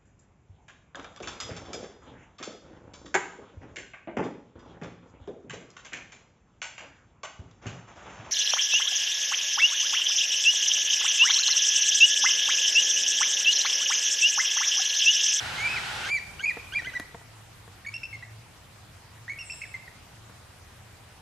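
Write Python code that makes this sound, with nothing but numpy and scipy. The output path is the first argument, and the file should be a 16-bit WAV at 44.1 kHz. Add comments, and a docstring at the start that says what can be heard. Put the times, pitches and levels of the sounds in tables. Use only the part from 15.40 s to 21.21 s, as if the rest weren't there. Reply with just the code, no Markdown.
"""A close lens motor whirs over a hiss of light rain and a far drone, then stops.
Eagles call from bare trees in a wet wood: one yelps in arching whistles, another chatters in short runs.
The camera's shell creaks under the fingers, and a songbird adds one thin high note.
Bird tones are near-sines with throat-shaped overtones, echoed by decaying noise; creaks are struck
resonances; motor and rain are banded noise, and the drone is noise through narrow resonances."""
import sys
import numpy as np
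from scipy import signal
from scipy.io import wavfile

SR = 44100
rng = np.random.default_rng(int(sys.argv[2]) if len(sys.argv) > 2 else 0)


def log_audio(samples):
    """Write samples as a 16-bit WAV file to the path given in sys.argv[1]."""
    # one column per channel
    frames = np.atleast_2d(samples).T
    # limit to full scale, then quantise
    limited = np.clip(frames, -1, 1)
    pcm = np.round(limited * 32767).astype(np.int16)
    wavfile.write(sys.argv[1], SR, pcm)


N = 256220

# Density of the motor's gear noise: hz, level_db_per_hz
MOTOR_SPECTRUM = [(35, -38), (60, -8), (107, -7), (269, -16.5), (1130, -13), (1490, -5.5), (3120, -7.5),
                  (11600, -28), (15000, -54)]
# Resonances the housing adds to the gear noise: centre_hz, width_hz, gain_db
HOUSING_PEAKS = [(843, 146, 6), (1423, 140, 0.5), (3000, 140, -17)]
# Left-right likeness of the motor noise: hz, correlation (-1 to 1)
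MOTOR_CORRELATION = [(60, 1), (380, 1), (2380, 0.31), (15000, 0.9)]
# Density of the rain noise: hz, level_db_per_hz
RAIN_SPECTRUM = [(18, -27), (30, -6.5), (59, -6.5), (108, -5.5), (213, -15.5), (277, -18), (560, -18.5),
                 (767, -15.5), (1360, -18.5), (2070, -20), (6040, -27), (15500, -30)]
# Left-right likeness of the rain: hz, correlation (-1 to 1)
RAIN_CORRELATION = [(60, 1), (180, 0.81), (550, 0.35), (1650, 0.51), (4970, 0.083), (15000, 0.16)]
# Levels of the rain hiss and of the drone over time: time_s, rain_db, drone_db
RAIN_DRONE_LEVELS = [(0, -46, -51), (1.55, -46.5, -93), (1.75, -50.5, -56.5), (2.7, -51.5, -51.5),
                     (3.6, -51.5, -56.5), (4.4, -50.5, -57), (5.81, -51.5, -59)]
# Narrow resonances of the drone: centre_hz, width_hz, level_db
DRONE_MODES = [(41.3, 3.8, -40), (85.57, 0.54, -5.5), (110.4, 4.9, 0.5)]
# Yelp gestures; equal times skip a part: start_s, break_s, top_s, slip_s, end_s,
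# break_hz, top_hz, slip_hz, break_db, top_db, slip_db, throb (0-1), overtones_db
YELP_GESTURES = [(.176, .176, .266, .282, 0.287, 2108, 2350, 2420, -34.5, -25.5, -30, 0.1, -2.5),
                 (.277, .277, .345, 0.36, .391, 2524, 2585, 2510, -32.5, -33, -29.5, 0.26, 6.5),
                 (0.637, .684, .731, .77, .794, 2160, 2378, 2134, -33, -24, -31.5, 0.3, 0.5),
                 (0.991, 1.02, 1.049, 1.054, 1.054, 2170, 2260, 2100, -46, -23.5, -30, 0.1, -4),
                 (1.054, 1.054, 1.061, 1.076, 1.076, 2360, 2450, 2200, -30, -24, -30, 0.15, -6),
                 (1.074, 1.074, 1.083, 1.101, 1.122, 2430, 2470, 2124, -31, -23.5, -31.5, 0.3, -7),
                 (1.319, 1.345, 1.366, 1.388, 1.408, 2154, 2422, 2030, -31, -25, -31, 0, -4.5),
                 (1.444, 1.467, 1.493, 1.5, 1.508, 2050, 2014, 1880, -32, -38, -40.5, 0.1, -2.5),
                 (1.531, 1.549, 1.56, 1.574, 1.584, 1980, 1975, 1990, -31.5, -28.5, -35, 0.15, 0)]
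# Throat gain of overtones against the fundamental in the run-up: overtone_hz, gain_db
RUN_UP_FILTER = [(2600, 4.5), (3200, -8.5), (4700, -24), (6300, -19), (7000, -10)]
# The same in the high part of a yelp: overtone_hz, gain_db
YELP_FILTER = [(3900, -27.5), (4500, -24.5), (5100, -25), (6000, -28), (6600, -22.5), (7300, -32),
               (8000, -43), (9500, -31.5), (10500, -48)]
# Times and strengths of the shell's creaks: start_s, body_db, crack_db, snap_db
CREAK_EVENTS = [(1.17, -30, -49, -70), (1.421, -39, -50, -60), (1.472, -41, -54, -70),
                (1.598, -35.5, -37.5, -35), (1.746, -28.5, -60, -70), (1.814, -42, -64, -70),
                (2.278, -41, -57, -57), (3.978, -54, -68, -48), (4.14, -55, -55, -48),
                (4.336, -56, -62, -52), (4.897, -39.5, -59, -56)]
# Modes of the dull body ring: mode_hz, level_db, t60_s
BODY_MODES = [(271, -13, 0.027), (475, -8, 0.054), (688, -2, 0.025), (880, -8.5, 0.027), (1090, -15, 0.03),
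              (1350, -13, 0.025)]
# Modes of the sharp crack: mode_hz, level_db, t60_s
CRACK_MODES = [(310, -3.5, 0.058), (1755, 17.5, 0.011), (3430, 13, 0.0018)]
# Modes of the thin snap: mode_hz, level_db, t60_s
SNAP_MODES = [(6440, -2, .004), (11100, 6.5, 0.0044)]
# Chatter notes: start_s, length_s, start_hz, settled_hz, sag_hz_per_s, level_db, throb (0-1), overtones_db
CHATTER_NOTES = [(2.448, 0.012, 2150, 1770, -3000, -41.5, .1, -24),
                 (2.463, 0.033, 2200, 2214, -2000, -34.5, 0.9, -0.5),
                 (2.539, 0.033, 2510, 2740, 1000, -33.5, 0.54, 0.2),
                 (2.632, 0.029, 2110, 2720, 1500, -34, 0.6, -2),
                 (2.728, 0.033, 2290, 2160, 1004, -38, 0.2, -7),
                 (2.825, 0.018, 1790, 2010, 996, -41, 0.2, -18),
                 (3.88, 0.016, 1630, 1897, -8000, -36.5, .1, -22),
                 (3.895, 0.032, 1890, 2209, -500, -32, 0.5, -4),
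                 (3.986, 0.047, 2090, 2828, 4000, -39, 0.3, 3),
                 (4.098, 0.031, 2130, 2738, 2500, -35.5, 0.64, 1.5),
                 (4.216, 0.011, 2110, 2230, 1000, -37.5, .1, -2.5),
                 (4.218, 0.023, 2640, 2635, 1496, -37.5, 0.4, -7),
                 (4.236, 0.012, 2330, 2273, 24994, -37.5, .1, -18),
                 (4.341, 0.016, 2010, 2136, 4000, -34, 0.7, -9.5),
                 (4.478, 0.0094, 1850, 1930, 4000, -42.5, .1, -24)]
# Throat gain of the chatter's overtones against the fundamental: overtone_hz, gain_db
CHATTER_FILTER = [(3600, 6.5), (4400, -20.5), (5500, -10), (6600, -18.5), (8200, -28), (11000, -30),
                  (13000, -52)]
# Songbird's note, one pitch for each side of the syrinx: time_s, low_voice_hz, high_voice_hz, level_db
SONGBIRD_CURVE = [(4.03, 9800, 10000, -63), (4.045, 8130, 8900, -53.5), (4.07, 7580, 8170, -51),
                  (4.1, 7600, 7860, -54), (4.14, 7450, 7900, -47), (4.17, 7490, 8770, -55),
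                  (4.205, 7750, 9240, -63)]

MOTOR_STOP_S, MOTOR_DB = 0.704, -35.5   # level before the housing peaks are added

RUN_UP_HZ, RUN_UP_TOP_HZ, RUN_UP_DB, RUN_UP_TOP_DB = 1319, 1647, -46, -34.5   # low voice climbs and swells
RUN_UP_BEND = 0.602   # exponent; under 1 the climb slows down
SWELL_LAG = 2.2   # exponent; over 1 the level climbs later than the pitch
SAG_HZ_PER_S = 2830   # past the top
END_HZ, SLIP_DB_PER_S = 1806, 99   # the falling end
SLIP_GAP_S, FULL_GAP_HZ = 0.0032, 250   # the slip dips the level; a jump this wide nearly cuts it out
YELP_THROB_S, LAST_THROB_S = 0.0164, 0.0026   # throb period; gap from the steady point to the slip
YELP_RASP, CHATTER_RASP = .25, 0.29   # share of the flutter that reaches the fundamental

WOOD_T60_S, WOOD_DB = 0.78, -43.5
UPWARD_HZ, UPWARD_DB = 4400, 1.5   # the yelper's beak points away: trunks get more overtones than the mic

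SETTLE_S = 0.0021   # time constant of a chatter note's slide to its pitch
PUFF_S, PUFF_SHARE = 0.0185, 0.96   # puff length; level of each puff against the one before
OPEN_S, CLOSE_S = 0.00072, 0.0038
AFTER_S, AFTER_LENGTH_S, AFTER_DB = 0.0051, 0.0067, -9.5   # delay, length and level of the weak last puff

MIC_LOW_HZ, MIC_TOP_HZ, CUTOFF_HZ = 38.7, 10600, 15650


def amp(db):
    """Decibel law: level to amplitude gain."""
    return 10 ** (np.asarray(db) / 20)


def rms_one(x):
    """Power normalisation to rms 1."""
    return x / np.sqrt(np.mean(x ** 2) + 1e-20)


def in_time(rows):
    """Linear interpolation of every curve column at each sample."""
    s, *columns = np.transpose(rows)
    return [np.interp(np.arange(N) / SR, s, c) for c in columns]


def at_hz(points, hz):
    """Interpolation of a spectrum on a log-frequency axis."""
    table_hz, values = np.transpose(points)
    return np.interp(np.log(hz), np.log(table_hz), values)


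def drift(rate_hz):
    """Random modulation: noise through two equal low-pass poles, scaled to rms 1."""
    r = np.exp(-2 * np.pi * rate_hz / SR)
    noise = rng.standard_normal(N + SR)
    return rms_one(signal.lfilter([1], [1, -2 * r, r * r], noise)[SR:])


def resonance(x, hz, width_hz):
    """Two-pole resonance with a gain of about 1 at its peak."""
    r = np.exp(-np.pi * width_hz / SR)
    feedback = [1, -2 * r * np.cos(2 * np.pi * hz / SR), r * r]
    return signal.lfilter([(1 - r * r) / 2, 0, (r * r - 1) / 2], feedback, x)


def banded_noise(spectrum, likeness, white, patchy_db):
    """Third-octave noise synthesis: each band has its own level, flicker and stereo correlation; rms 1."""
    out = 0
    flicker = drift(10.0)
    edges = 25 * 2 ** np.arange(0, 9.5, 1 / 3)
    for k, (low, high) in enumerate(zip(edges, edges[1:])):
        band = signal.butter(2, [low, high], "band", fs=SR, output="sos")
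        mid, side = signal.sosfilt(band, white[k % 2])
        hz = np.sqrt(low * high)
        alike = np.clip(at_hz(likeness, hz), -1, 1)
        band_flicker = np.roll(flicker, k * N // len(edges))
        gain = amp(at_hz(spectrum, hz) + patchy_db * band_flicker)
        # mid and side powers set the left-right correlation
        out = out + gain * (np.sqrt(1 + alike) * mid + np.sqrt(1 - alike) * side * [[1], [-1]])
    return rms_one(out)


def motor():
    """Source and resonator: gear noise excites the housing and ends as the motor stops."""
    noise = banded_noise(MOTOR_SPECTRUM, MOTOR_CORRELATION, rng.standard_normal((2, 2, N)), patchy_db=0.0)
    housing = sum(amp(db) * resonance(noise, hz, width) for hz, width, db in HOUSING_PEAKS)
    running = np.clip((MOTOR_STOP_S - np.arange(N) / SR) / 0.0012, 0, 1)
    return amp(MOTOR_DB) * running * (noise + housing)


def rain(level_db):
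    """Broadband noise with patchy bands: fine far rain."""
    noise = banded_noise(RAIN_SPECTRUM, RAIN_CORRELATION, rng.standard_normal((2, 2, N)), patchy_db=1.58)
    return amp(level_db) * noise


def drone(level_db):
    """Narrow-band noise: sharp resonances turn noise into wavering low tones."""
    tones = sum(amp(db) * rms_one(resonance(rng.standard_normal(N), hz, width))
                for hz, width, db in DRONE_MODES)
    return amp(level_db) * tones


def weather():
    """Superposition of rain and drone, each following its own level curve."""
    rain_db, drone_db = in_time(RAIN_DRONE_LEVELS)
    return rain(rain_db) + drone(drone_db)


def unsteady(wobble, flutter_db):
    """Random pitch and level modulation: a waver, and a breathy flutter shifted for each harmonic."""
    flutter = flutter_db * drift(130)
    waver = 1 + wobble * drift(240)
    return waver, np.array([np.roll(flutter, k * SR) for k in range(5)])


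def syrinx(pitch, db, overtone_db, throat, flutter):
    """Source-filter voice: a near-sine whose harmonics 2-4 are weighted by where they fall in the throat."""
    phase = 2 * np.pi * np.cumsum(pitch) / SR
    overtones = 0
    for k in range(2, 5):
        gain = amp(overtone_db + at_hz(throat, k * pitch) + flutter[k])
        overtones = overtones + gain * np.sin(k * phase)
    return np.sqrt(2) * (amp(db) * np.sin(phase) + overtones)


def run_up(start, end):
    """Rising pitch and level: the low voice climbs and swells until it breaks; rows of s, Hz, dB."""
    share = np.linspace(0, 1, 12)
    s = start + share * (end - start)
    hz = RUN_UP_HZ + (RUN_UP_TOP_HZ - RUN_UP_HZ) * share ** RUN_UP_BEND
    db = RUN_UP_DB + (RUN_UP_TOP_DB - RUN_UP_DB) * share
    return np.transpose([s, hz, db])


def arch(breaks, top, slip, end, break_hz, top_hz, slip_hz, break_db, top_db, slip_db, throb):
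    """Register change: a climb to the top, a throbbing sag, then a slip to a falling end; rows of s, Hz, dB."""
    t = np.arange(breaks, end, .001)
    climb = np.sin(np.pi / 2 * np.clip((t - breaks) / (top - breaks), 0, 1)) ** 2
    hz = break_hz + (top_hz - break_hz) * climb - SAG_HZ_PER_S * np.maximum(t - top, 0)
    beat = np.sin(np.pi * (t - slip + LAST_THROB_S) / YELP_THROB_S) ** 4
    swell = amp(break_db) + (amp(top_db) - amp(break_db)) * climb ** SWELL_LAG
    gain = swell * (1 - np.clip(throb, 0, .98) * beat)
    # only a downward jump of pitch opens a gap at the slip
    jump = np.clip((top_hz - SAG_HZ_PER_S * (slip - top) - slip_hz) / FULL_GAP_HZ, 0, .95)
    hz = np.where(t < slip, hz, np.interp(t, [slip, end], [slip_hz, END_HZ]))
    gain = np.where(t < slip, gain, amp(slip_db - SLIP_DB_PER_S * (t - slip)))
    gap = 1 - jump * np.clip(1 - np.abs(t - slip) / SLIP_GAP_S, 0, 1)
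    return np.transpose([t, hz, 20 * np.log10(gain * gap)])


def whistle(notes, throat, overtones_db, follow):
    """Partly coupled harmonics: overtones share only part of the fundamental's level changes."""
    out, t = np.zeros(N), np.arange(N) / SR
    waver, flutter = unsteady(wobble=.011, flutter_db=5.0)
    for rows, open_db in zip(notes, overtones_db):
        s, hz, db = np.transpose(rows)
        on = slice(int(s[0] * SR), int(s[-1] * SR))
        # air flow changes evenly, so gain rather than dB is interpolated and throbs are rounded
        level = 20 * np.log10(np.interp(t[on], s, amp(db)))
        edge = np.clip(np.minimum(t[on] - s[0], s[-1] - t[on]) / .005, 0, 1)
        overtone_db = open_db + db.max() + follow * (level - db.max())
        pitch = np.interp(t[on], s, hz) * waver[on]
        fundamental_db = level + YELP_RASP * flutter[0, on]
        out[on] += edge * syrinx(pitch, fundamental_db, overtone_db, throat, flutter[:, on])
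    return out


def yelps():
    """Voice registers: a high arch, preceded in some yelps by a low run-up."""
    low = [run_up(start, breaks) for start, breaks, *_ in YELP_GESTURES if breaks - start > .01]
    high = [arch(*row[1:-1]) for row in YELP_GESTURES]
    high_overtones_db = [row[-1] for row in YELP_GESTURES]
    return (whistle(low, RUN_UP_FILTER, np.zeros(len(low)), follow=0.65)
            + whistle(high, YELP_FILTER, high_overtones_db, follow=0.096))


def wood(x):
    """Diffuse scattering: echoes off many trunks as a decaying noise tail, partly different on each side."""
    t = np.arange(int(1.2 * SR)) / SR
    shared, own = rng.standard_normal(len(t)), rng.standard_normal((2, len(t)))
    decay = amp(WOOD_DB - 60 * t / WOOD_T60_S) * np.clip(t / 0.002, 0, 1)
    tail = decay * (0.62 * shared + 0.78 * own)
    return signal.fftconvolve(x[None], tail, axes=1)[:, :N]


def struck(modes, peak_db, slip_s):
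    """Modal excitation: each creak is a short uneven slip that rings every damped mode."""
    t = np.arange(int(.015 * SR)) / SR
    slips = rng.standard_normal((len(CREAK_EVENTS), len(t))) * t / slip_s * np.exp(-t / slip_s)
    slips[:, 0] += 0.67 * np.linalg.norm(slips, axis=1)   # a strong first give
    force = np.full(N, 1e-18)
    for (s, *_), db, slip in zip(CREAK_EVENTS, peak_db, slips):
        start = int(s * SR)
        force[start:start + len(t)] += amp(db) * slip / np.linalg.norm(slip)
    out = 0
    for hz, db, t60 in modes:
        r, w = amp(-60 / (t60 * SR)), 2 * np.pi * hz / SR
        out = out + amp(db) * signal.lfilter([0, np.sin(w)], [1, -2 * r * np.cos(w), r * r], force)
    return out


def shell():
    """Superposed mode groups: a dull body ring, a sharp crack and a thin snap per creak."""
    _, body_db, crack_db, snap_db = np.transpose(CREAK_EVENTS)
    body = struck(BODY_MODES, body_db, slip_s=0.0014)
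    crack = struck(CRACK_MODES, crack_db, slip_s=0.0016)
    snap = struck(SNAP_MODES, snap_db, slip_s=0.00088)
    return body + crack + snap


def chatter():
    """Pulsed voicing: notes open fast, slide to pitch, throb in puffs and leave a weak last puff."""
    out = np.zeros(N)
    waver, flutter = unsteady(wobble=.009, flutter_db=4.0)
    for s, length, start_hz, hz, sag, db, throb, overtone_db in CHATTER_NOTES:
        t = np.arange(int((length + AFTER_S + AFTER_LENGTH_S) * SR)) / SR
        on = slice(int(s * SR), int(s * SR) + len(t))
        unsettled = np.exp(-t / SETTLE_S)
        pitch = (hz - sag * t + (start_hz - hz) * unsettled) * waver[on]
        between = np.cos(np.pi * np.maximum(t / PUFF_S, .5)) ** 4   # peaks in the dips between puffs
        shape = np.clip(np.minimum(t / OPEN_S, (length - t) / CLOSE_S), 0, 1)
        shape *= (1 - np.clip(throb, 0, 1) * between) * PUFF_SHARE ** (t / PUFF_S)
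        shape += amp(AFTER_DB) * np.sin(np.pi * np.clip((t - length - AFTER_S) / AFTER_LENGTH_S, 0, 1))
        fundamental_db = db + CHATTER_RASP * flutter[0, on]
        note_overtone_db = db + overtone_db - 10.0 * unsettled   # overtones grow as the pitch settles
        out[on] += shape * syrinx(pitch, fundamental_db, note_overtone_db, CHATTER_FILTER, flutter[:, on])
    return out


def songbird():
    """Two-source voice: both sides of the syrinx sing rough tones that dip and rise again."""
    low_hz, high_hz, db = in_time(SONGBIRD_CURVE)
    t = np.arange(N) / SR
    voices = 0
    for hz in (low_hz, high_hz):
        roughness = 1 + .5 * drift(250)
        voices = voices + roughness * np.sin(2 * np.pi * np.cumsum(hz) / SR)
    sounding = (t > SONGBIRD_CURVE[0][0]) & (t < SONGBIRD_CURVE[-1][0])
    return amp(db) * voices * sounding


def scene():
    """Superposition of direct bird sound, its scattered echoes, camera noises and weather."""
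    yelper, chatterer, singer = yelps(), chatter(), songbird()
    # left and right gains in dB place each direct voice
    near = yelper * amp([[-.7], [.7]]) + chatterer * amp([[-.6], [.6]]) + singer * amp([[-1.5], [1.5]])
    stir = drift(110)   # moving air and swaying boughs smear the pitch of the echoes
    upward = yelper + amp(UPWARD_DB) * resonance(yelper, UPWARD_HZ, 1500)
    far = wood((.6 + .6 * stir) * upward + (1.2 + .5 * stir) * chatterer + amp(11) * singer)
    return near + far + shell() * amp([[.3], [-.3]]) + motor() + weather()


def record(dry):
    """Band limitation: a small microphone fades at both ends, and a steep filter cuts the top."""
    mic_band = signal.butter(2, [MIC_LOW_HZ, MIC_TOP_HZ], "band", fs=SR, output="sos")
    mic = signal.sosfilt(mic_band, dry)
    return signal.sosfilt(signal.cheby2(18, 50, CUTOFF_HZ, fs=SR, output="sos"), mic)


dry = scene()
out = record(dry)
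log_audio(out)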